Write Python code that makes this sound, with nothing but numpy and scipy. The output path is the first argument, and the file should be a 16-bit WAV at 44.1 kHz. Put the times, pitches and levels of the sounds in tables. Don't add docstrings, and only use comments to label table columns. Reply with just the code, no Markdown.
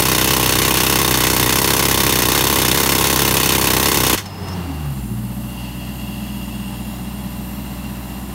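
import sys
import numpy as np
from scipy import signal
from scipy.fft import rfft, irfft
from scipy.io import wavfile
from scipy.ndimage import uniform_filter1d

SR = 44100
rng = np.random.default_rng(int(sys.argv[2]) if len(sys.argv) > 2 else 0)


def materialize(psi):
    bounded = np.clip(np.atleast_2d(psi).T, -1, 1)
    quanta = np.round(bounded * 32767).astype(np.int16)
    wavfile.write(sys.argv[1], SR, quanta)


N = 367794
TIME_S = np.arange(N) / SR
BIN_HZ = np.fft.rfftfreq(N, 1 / SR)

# (time [s], blow rate [Hz])
HAMMER_RATE = [(0.0, 32.18), (0.14, 31.1), (0.3, 33.18), (0.57, 31.49), (1.02, 33.17), (1.2, 31.28),
               (1.56, 31.18), (1.59, 33.91), (2.14, 33.04), (2.21, 30.03), (2.54, 34.69), (2.69, 29.89),
               (2.73, 34.0), (3.26, 33.24), (3.7, 32.94), (3.78, 31.06), (3.87, 35.15), (4.14, 30.87)]
# (frequency [Hz], width [Hz], gain [dB])
STEEL_MODES = [(1597, 470, 1.5), (2016, 380, 4.5), (2120, 29, 0.5), (2517, 240, 2), (2960, 270, -1),
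               (3520, 570, 4), (4350, 230, 3.5), (5000, 81, -5), (5276, 420, 3), (6026, 350, 2),
               (6570, 160, -16), (6300, 130, -15)]
# (frequency [Hz], width [Hz], gain [dB])
SHANK_MODES = [(2660, 180, -3), (2755, 320, 4), (2910, 350, -4.5)]
# (time [s], level [dB])
SHANK_LEVEL = [(0, -22), (.85, -17.5), (1.2, -26), (4.14, -21.5)]
# (frequency [Hz], width [Hz], gain [dB])
ROD_MODES = [(3670, 110, 0), (5320, 110, -6.5)]
# (frequency [Hz], gain [dB])
ROCK_SPECTRUM = [(300, -32), (800, 4.5), (1300, -12), (2500, 2.5), (4200, 3.5), (4900, 1.5), (5500, -8),
                 (6800, -8), (8000, -2.5), (16000, 0.5)]
# (frequency [Hz], gain [dB])
JET_SPECTRUM = [(2000, -42), (6000, -20), (7500, -6), (8800, 1.5), (9900, 3.5), (10450, -2), (11000, 5),
                (12500, 1.5), (14000, 5.5), (15600, 1)]
# (frequency [Hz], gain [dB])
MUFFLER_SPECTRUM = [(25, -44), (60, -18), (110, 5), (200, -3), (330, 0), (440, -1), (560, -5.5), (720, -14),
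                    (830, -6.5), (1090, 5.5), (1260, -7), (2000, -21.5)]
# (order [x blow rate], level [dB])
FLOW_ORDERS = [(2, -19), (3, -31), (4, -16), (5, -38), (6, -22.5), (7, -30.5), (10, -31.5), (12, -32)]
# (time [s], level [dB], decay [s], brightness [0-1])
STOP_KNOCKS = [(4.176, -7.5, 0.015, 0.75), (4.196, -28, 0.014, 0.7), (4.256, -26, 0.011, 1),
               (4.484, -21.5, .007, 0.34)]
# (time [s], firing rate [Hz])
FIRING_RATE = [(4.3, 97.57), (4.55, 91), (4.7, 79.8), (4.8, 75.7), (5.02, 62.4), (5.13, 58.43),
               (5.3, 61.12), (6.5, 61.6), (7.5, 61.5), (8.34, 62.3)]
# (frequency [Hz], half width [Hz], gain [dB])
HOUSING_MODES = [(75, 8, 4), (137.6, 10.8, 10)]
# (order [x firing rate], level [dB])
HUM_ORDERS = [(1.25, -56), (1.5, -51), (1.75, -57), (2.25, -43.5), (3, -35), (3.25, -38), (3.5, -43),
              (4, -40.5), (4.75, -43), (5, -46.5), (5.75, -52), (9.5, -50), (11, -57), (12.85, -59),
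              (16.25, -52)]
# (time [s], order [x firing rate], level [dB], half length [s])
PANEL_BOOMS = [(4.42, 4.33, -38, .09), (4.593, 2, -33, 0.047), (4.6, 4.1, -40, .06),
               (4.703, 3.45, -27.5, 0.036), (4.89, 3.3, -36, 0.027), (5.0, .94, -32, .07),
               (5.13, 4.05, -32, .06), (5.117, 6.1, -39.5, 0.047)]
# (frequency [Hz], gain [dB])
CLATTER_SPECTRUM = [(25, -41), (60, 2), (150, 14.5), (270, 5.5), (370, 4), (480, -1.5), (620, 1),
                    (800, 5.5), (1020, 2), (1550, -6), (1950, -6), (2400, -10), (4400, -13), (7000, -19.5)]
# (time [s], level [dB])
DRONE_LEVEL = [(4.7, -52), (5.13, -31.5), (5.75, -41), (6.1, -32.5), (7.95, -35), (8.05, -50), (8.34, -45)]
# (frequency [Hz], width [Hz], gain [dB])
COUPLING_MODES = [(5440, 150, -17), (7100, 150, -4.5), (7560, 160, -1.5), (8400, 190, 0.5),
                  (8880, 130, 2.5), (9400, 180, -5), (10000, 180, -3.5), (10650, 290, 1), (11150, 200, -2),
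                  (11620, 95, 2.5), (12060, 150, 4), (12760, 260, 3), (13200, 260, 4), (14000, 220, -3),
                  (14600, 180, -3), (15300, 250, -7)]
# (time [s], level [dB])
WHISTLE_WHINE_LEVEL = [(4.4, -48), (4.6, -43.5), (5.2, -53), (5.6, -41.5), (6.7, -42), (7.3, -45),
                       (7.8, -43), (8.34, -46)]

STOP_S = 4.14
RUNNING = TIME_S < STOP_S


def amp(db):
    return 10 ** (np.asarray(db) / 20)


def unit(x):
    return x / np.sqrt(np.mean(x ** 2) + 1e-20)


def unit_running(x):
    return x / np.sqrt(np.mean(x[RUNNING] ** 2))


def curve(rows):
    return np.interp(TIME_S, *np.transpose(rows))


def sine(turns):
    return np.sqrt(2) * np.sin(2 * np.pi * turns)


def noise():
    return rng.standard_normal(N)


def drift(hz):
    return unit(irfft(rfft(noise()) / (1 + (BIN_HZ / hz) ** 4), N))


def colour(x, spectrum):
    hz, db = np.transpose(spectrum)
    log_hz = np.log(abs(np.fft.fftfreq(4096, 1 / SR)) + 1)
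    log_gain = np.log(amp(np.interp(log_hz, np.log(hz), db)))
    taps = np.fft.ifft(np.exp(np.conj(signal.hilbert(log_gain)))).real
    return signal.oaconvolve(x, taps[:2048])[:N]


def ring(x, modes, wander_db=0, wander_hz=3):
    sway = lambda: amp(wander_db * drift(wander_hz)) if wander_db else 1
    return sum(amp(db) * sway() * signal.lfilter(*signal.iirpeak(hz, hz / width_hz, SR), x)
               for hz, width_hz, db in modes)


def kicks(times_s, spread_db=0):
    train = np.zeros(N)
    samples = np.clip(np.round(times_s * SR).astype(int), 0, N - 1)
    train[samples] = amp(spread_db * rng.standard_normal(len(times_s)))
    return train


def bursts(train, rise_s, decay_s):
    t = TIME_S[:4096]
    shape = (1 - np.exp(-t / rise_s)) * np.exp(-t / decay_s)
    return signal.oaconvolve(train, shape / shape.max())[:N]


def blow_times():
    free_hz, stumble_turns, start_turns = 31.79, .12, .32
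    rate_hz = curve(HAMMER_RATE)
    saved_turns = np.cumsum(np.maximum(rate_hz - free_hz, 0)) / SR
    turns = start_turns + np.cumsum(rate_hz) / SR - saved_turns % stumble_turns
    times_s = TIME_S[1:][(np.diff(np.floor(turns)) > 0) & RUNNING[1:]]
    return np.r_[2 * times_s[0] - times_s[1], times_s]


def steel_on_rock(times_s, blow, back, rebound):
    rattle_power = bursts(blow, .0011, .011) ** 2 + .21 * bursts(rebound, .0031, .014) ** 2
    force = noise() * amp(1.65 * drift(900)) * np.sqrt(rattle_power + .0087 * RUNNING)
    crumble = bursts(blow, .0028, .0036) + .36 * bursts(back, .0023, .0012) + .035 * RUNNING
    grind = noise() * amp(.5 * drift(700)) * crumble
    clink = blow + .67 * kicks(times_s + .0022, spread_db=4.5) + .2 * rebound + .5 * back
    drive = unit_running(force) + .45 * unit_running(clink)
    steel = amp(-10) * unit_running(ring(drive, STEEL_MODES, wander_db=1.4, wander_hz=22))
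    rock = amp(-13.5) * unit_running(colour(grind, ROCK_SPECTRUM))
    shank = amp(curve(SHANK_LEVEL)) * unit_running(ring(force, SHANK_MODES))
    ping = amp(-25.5) * unit_running(ring(kicks(times_s + .002, spread_db=5), ROD_MODES))
    uneven_bite = amp(.7 * drift(16))
    return uneven_bite * (steel + rock + shank + ping)


def port_jets(blow, back):
    opening = bursts(blow, .0017, .0052) + .52 * bursts(back, .01, .0035) + .034 * RUNNING
    jets = opening * noise() * amp(.59 * drift(900))
    return amp(-10) * unit_running(colour(jets, JET_SPECTRUM))


def gulp(train, start_hz, end_hz, glide_s, length_s):
    t = TIME_S[:2048]
    hz = end_hz + (start_hz - end_hz) * np.exp(-t / glide_s)
    slug = np.sin(2 * np.pi * np.cumsum(hz) / SR) * np.exp(-(t / length_s) ** 4)
    return signal.oaconvolve(train, slug)[:N]


def muffler(blow, back):
    venting = bursts(blow, .0007, .015) + .88 * bursts(back, .00065, .006)
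    churn = unit_running(colour(noise() * venting, MUFFLER_SPECTRUM))
    gulps = gulp(blow, start_hz=1327, end_hz=161, glide_s=.002903, length_s=.0095)
    gulps += .85 * gulp(back, start_hz=1168, end_hz=175, glide_s=.002866, length_s=.0064)
    puffs = unit_running(colour(gulps, MUFFLER_SPECTRUM))
    knock = unit_running(ring(blow + .7 * back, [(840, 130, -3), (1080, 160, 0)]))
    return amp(-15.5) * churn + amp(-10.8) * puffs + amp(-24) * knock


def air_flow(times_s, jitter_turns, decay_s=.022):
    count = len(times_s)
    end_s = 2 * times_s[-1] - times_s[-2]
    turns = np.interp(TIME_S, np.r_[times_s, end_s], np.r_[np.arange(count) + jitter_turns, count])
    flow = sum(amp(db) * sine(order * turns) for order, db in FLOW_ORDERS)
    return flow * amp(.8 * drift(15)) * np.exp(-np.maximum(TIME_S - STOP_S, 0) / decay_s)


def drill():
    times_s = blow_times()
    blow_jitter, back_jitter, rebound_jitter = rng.standard_normal((len(times_s), 3)).T
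    times_s = times_s + .00026 * blow_jitter
    blow = kicks(times_s)
    back = kicks(times_s + np.gradient(times_s) * (.46 + .015 * back_jitter))
    rebound = kicks(times_s + .0095 + .0014 * rebound_jitter, spread_db=2)
    strikes = steel_on_rock(times_s, blow, back, rebound)
    air = port_jets(blow, back) + muffler(blow, back) + air_flow(times_s, .0094 * rebound_jitter)
    return strikes + air


def clunks():
    out = np.zeros(N)
    bright = unit(ring(noise(), STEEL_MODES)) + .33 * unit(colour(noise(), JET_SPECTRUM))
    dull = unit(colour(noise(), MUFFLER_SPECTRUM))
    for start_s, db, decay_s, brightness in STOP_KNOCKS:
        t = np.maximum(TIME_S - start_s, 0)
        envelope = (1 - np.exp(-t / .00049)) * np.exp(-t / decay_s)
        out += amp(db) * envelope * (brightness * bright + (1 - brightness) * dull)
    return out


def valve(start_s=4.26, end_s=4.545):
    t = np.maximum(TIME_S - start_s, 0)
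    chirp, dip = np.exp(-t / .0083), np.exp(-t / .04)
    gate = np.clip(np.minimum(t, end_s - TIME_S) / .0034, 0, 1)
    hz = 5110 + 280 * t + 276 * chirp + 18 * drift(160)
    db = -40 - 9 * t + 32 * chirp - 8 * dip + 2.5 * drift(50)
    whistle = amp(db) * sine(np.cumsum(hz) / SR)
    rasp = unit(ring(noise(), [(5360, 110, -11), (5500, 35, 2), (6400, 37, -6)]))
    return gate * (whistle + amp(-43) * rasp * np.exp(-((TIME_S - end_s) / .06) ** 2))


def compressor(idle_hz=61.5, catch_s=5.09, surge_decay_s=.2, unload_db_per_s=2):
    hz = curve(FIRING_RATE)
    octaves = np.log2(hz / idle_hz)
    stutter = curve([(4.4, 0), (4.6, .004), (5.1, .006), (5.35, 0)])
    turns = np.cumsum(hz * (1 + .0018 * drift(5.6) + stutter * drift(38))) / SR
    tone = lambda order, db: amp(db) * sine(order * turns + rng.random())
    housing_db = lambda order: sum(db * np.exp(-((order * hz - centre_hz) / half_hz) ** 2)
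                                   for centre_hz, half_hz, db in HOUSING_MODES)
    since_s = np.maximum(TIME_S - catch_s, 0)
    surge = (1 - np.exp(-since_s / .03)) * np.exp(-since_s / surge_decay_s)
    load_db = 13 * surge - unload_db_per_s * since_s
    firing = tone(.99, -33.7 + 7.5 * octaves + housing_db(1) + .4 * drift(8.7))
    firing += tone(2, -33.5 - 8 * octaves + housing_db(1.96) + load_db + 1.1 * drift(6.7))
    settled = 1 - np.exp(-(since_s / surge_decay_s) ** 2)
    hum = sum(tone(order, db) * (settled if order > 8 else 1) for order, db in HUM_ORDERS)
    hum *= amp(-18.5 * octaves + .8 * drift(28))
    panels = sum(tone(order, db) * np.exp(-((TIME_S - peak_s) / half_s) ** 2)
                 for peak_s, order, db, half_s in PANEL_BOOMS)
    cylinder_throb = 1 + .071 * np.cos(2 * np.pi * turns) + .08 * np.cos(np.pi * turns / 2)
    clatter = unit(colour(noise() * cylinder_throb * amp(.5 * drift(120)), CLATTER_SPECTRUM))
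    clatter *= amp(-37 + 13.5 * octaves + .65 * since_s)
    rumble = unit(colour(noise(), [(15, -20), (45, -8), (90, -4), (200, -4), (800, -72)]))
    return firing + hum + panels + clatter + amp(-46.5 + 19 * octaves) * rumble


def exhaust_pipe():
    hz = 206 + 7 * drift(22)
    return sine(np.cumsum(hz) / SR) * amp(curve(DRONE_LEVEL) + 2.5 * drift(20))


def engine_whine():
    return unit(ring(noise(), [(2635, 12, 0)]))


def leak_and_whine(full_pressure_s=4.98, swell_db_per_s=17, bounce_s=.000603):
    hiss_db = -44.5 - swell_db_per_s * np.maximum(full_pressure_s - TIME_S, 0)
    jet = unit(colour(noise(), [(1500, -20), (3500, 8), (5200, 3), (6000, -28),
                                (7900, -9), (9500, 10), (15500, 3)]))
    hiss = amp(2.5) * unit(ring(noise(), COUPLING_MODES, wander_db=1.5)) + amp(-5.5) * jet
    whistle = unit(ring(ring(noise(), [(2785, 130, 0)]), [(2785, 300, 0)]))
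    whine = .3 * engine_whine()
    rasp = unit(ring(noise(), [(2014, 190, 2.5), (3320, 69, 6), (4110, 940, -.5)]))
    envelope = amp(curve(WHISTLE_WHINE_LEVEL) + .98 * drift(22))
    direct = amp(hiss_db) * hiss + envelope * (whistle + amp(-4) * rasp + whine)
    delay_s = bounce_s * (1 + .067 * drift(.36))
    return direct + .25 * np.interp(TIME_S - delay_s, TIME_S, direct)


def yard(x, wet_db, t60_s):
    t = TIME_S[:SR // 2]
    tail = rng.standard_normal(len(t)) * amp(-60 * t / t60_s) * (t > .008)
    echo = signal.oaconvolve(x, tail / np.linalg.norm(tail))[:N]
    return x + amp(wet_db) * colour(echo, [(100, -12), (1000, -8), (3500, 0), (14000, -6)])


def gain_control(x, limit_db=-14, window_s=.163, recover_db_per_s=21):
    power = uniform_filter1d((x ** 2).mean(0), round(window_s * SR))
    recovery_db = TIME_S * recover_db_per_s
    held_db = np.maximum.accumulate(10 * np.log10(abs(power) + 1e-12) + recovery_db) - recovery_db
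    return x / amp(np.maximum(held_db - limit_db, 0))


def scene():
    front = yard(drill() + clunks(), wet_db=-13, t60_s=.3)
    return (front + compressor() + exhaust_pipe() + leak_and_whine() + valve())[None]


def record(dry):
    ceiling, cutoff_hz = 1.2, 15800
    limited = ceiling * np.tanh(gain_control(dry) / ceiling)
    lowpass = signal.firwin(1023, cutoff_hz, window=("kaiser", 9), fs=SR)
    return signal.oaconvolve(limited, lowpass[None], "same")


dry = scene()
out = record(dry)
materialize(out)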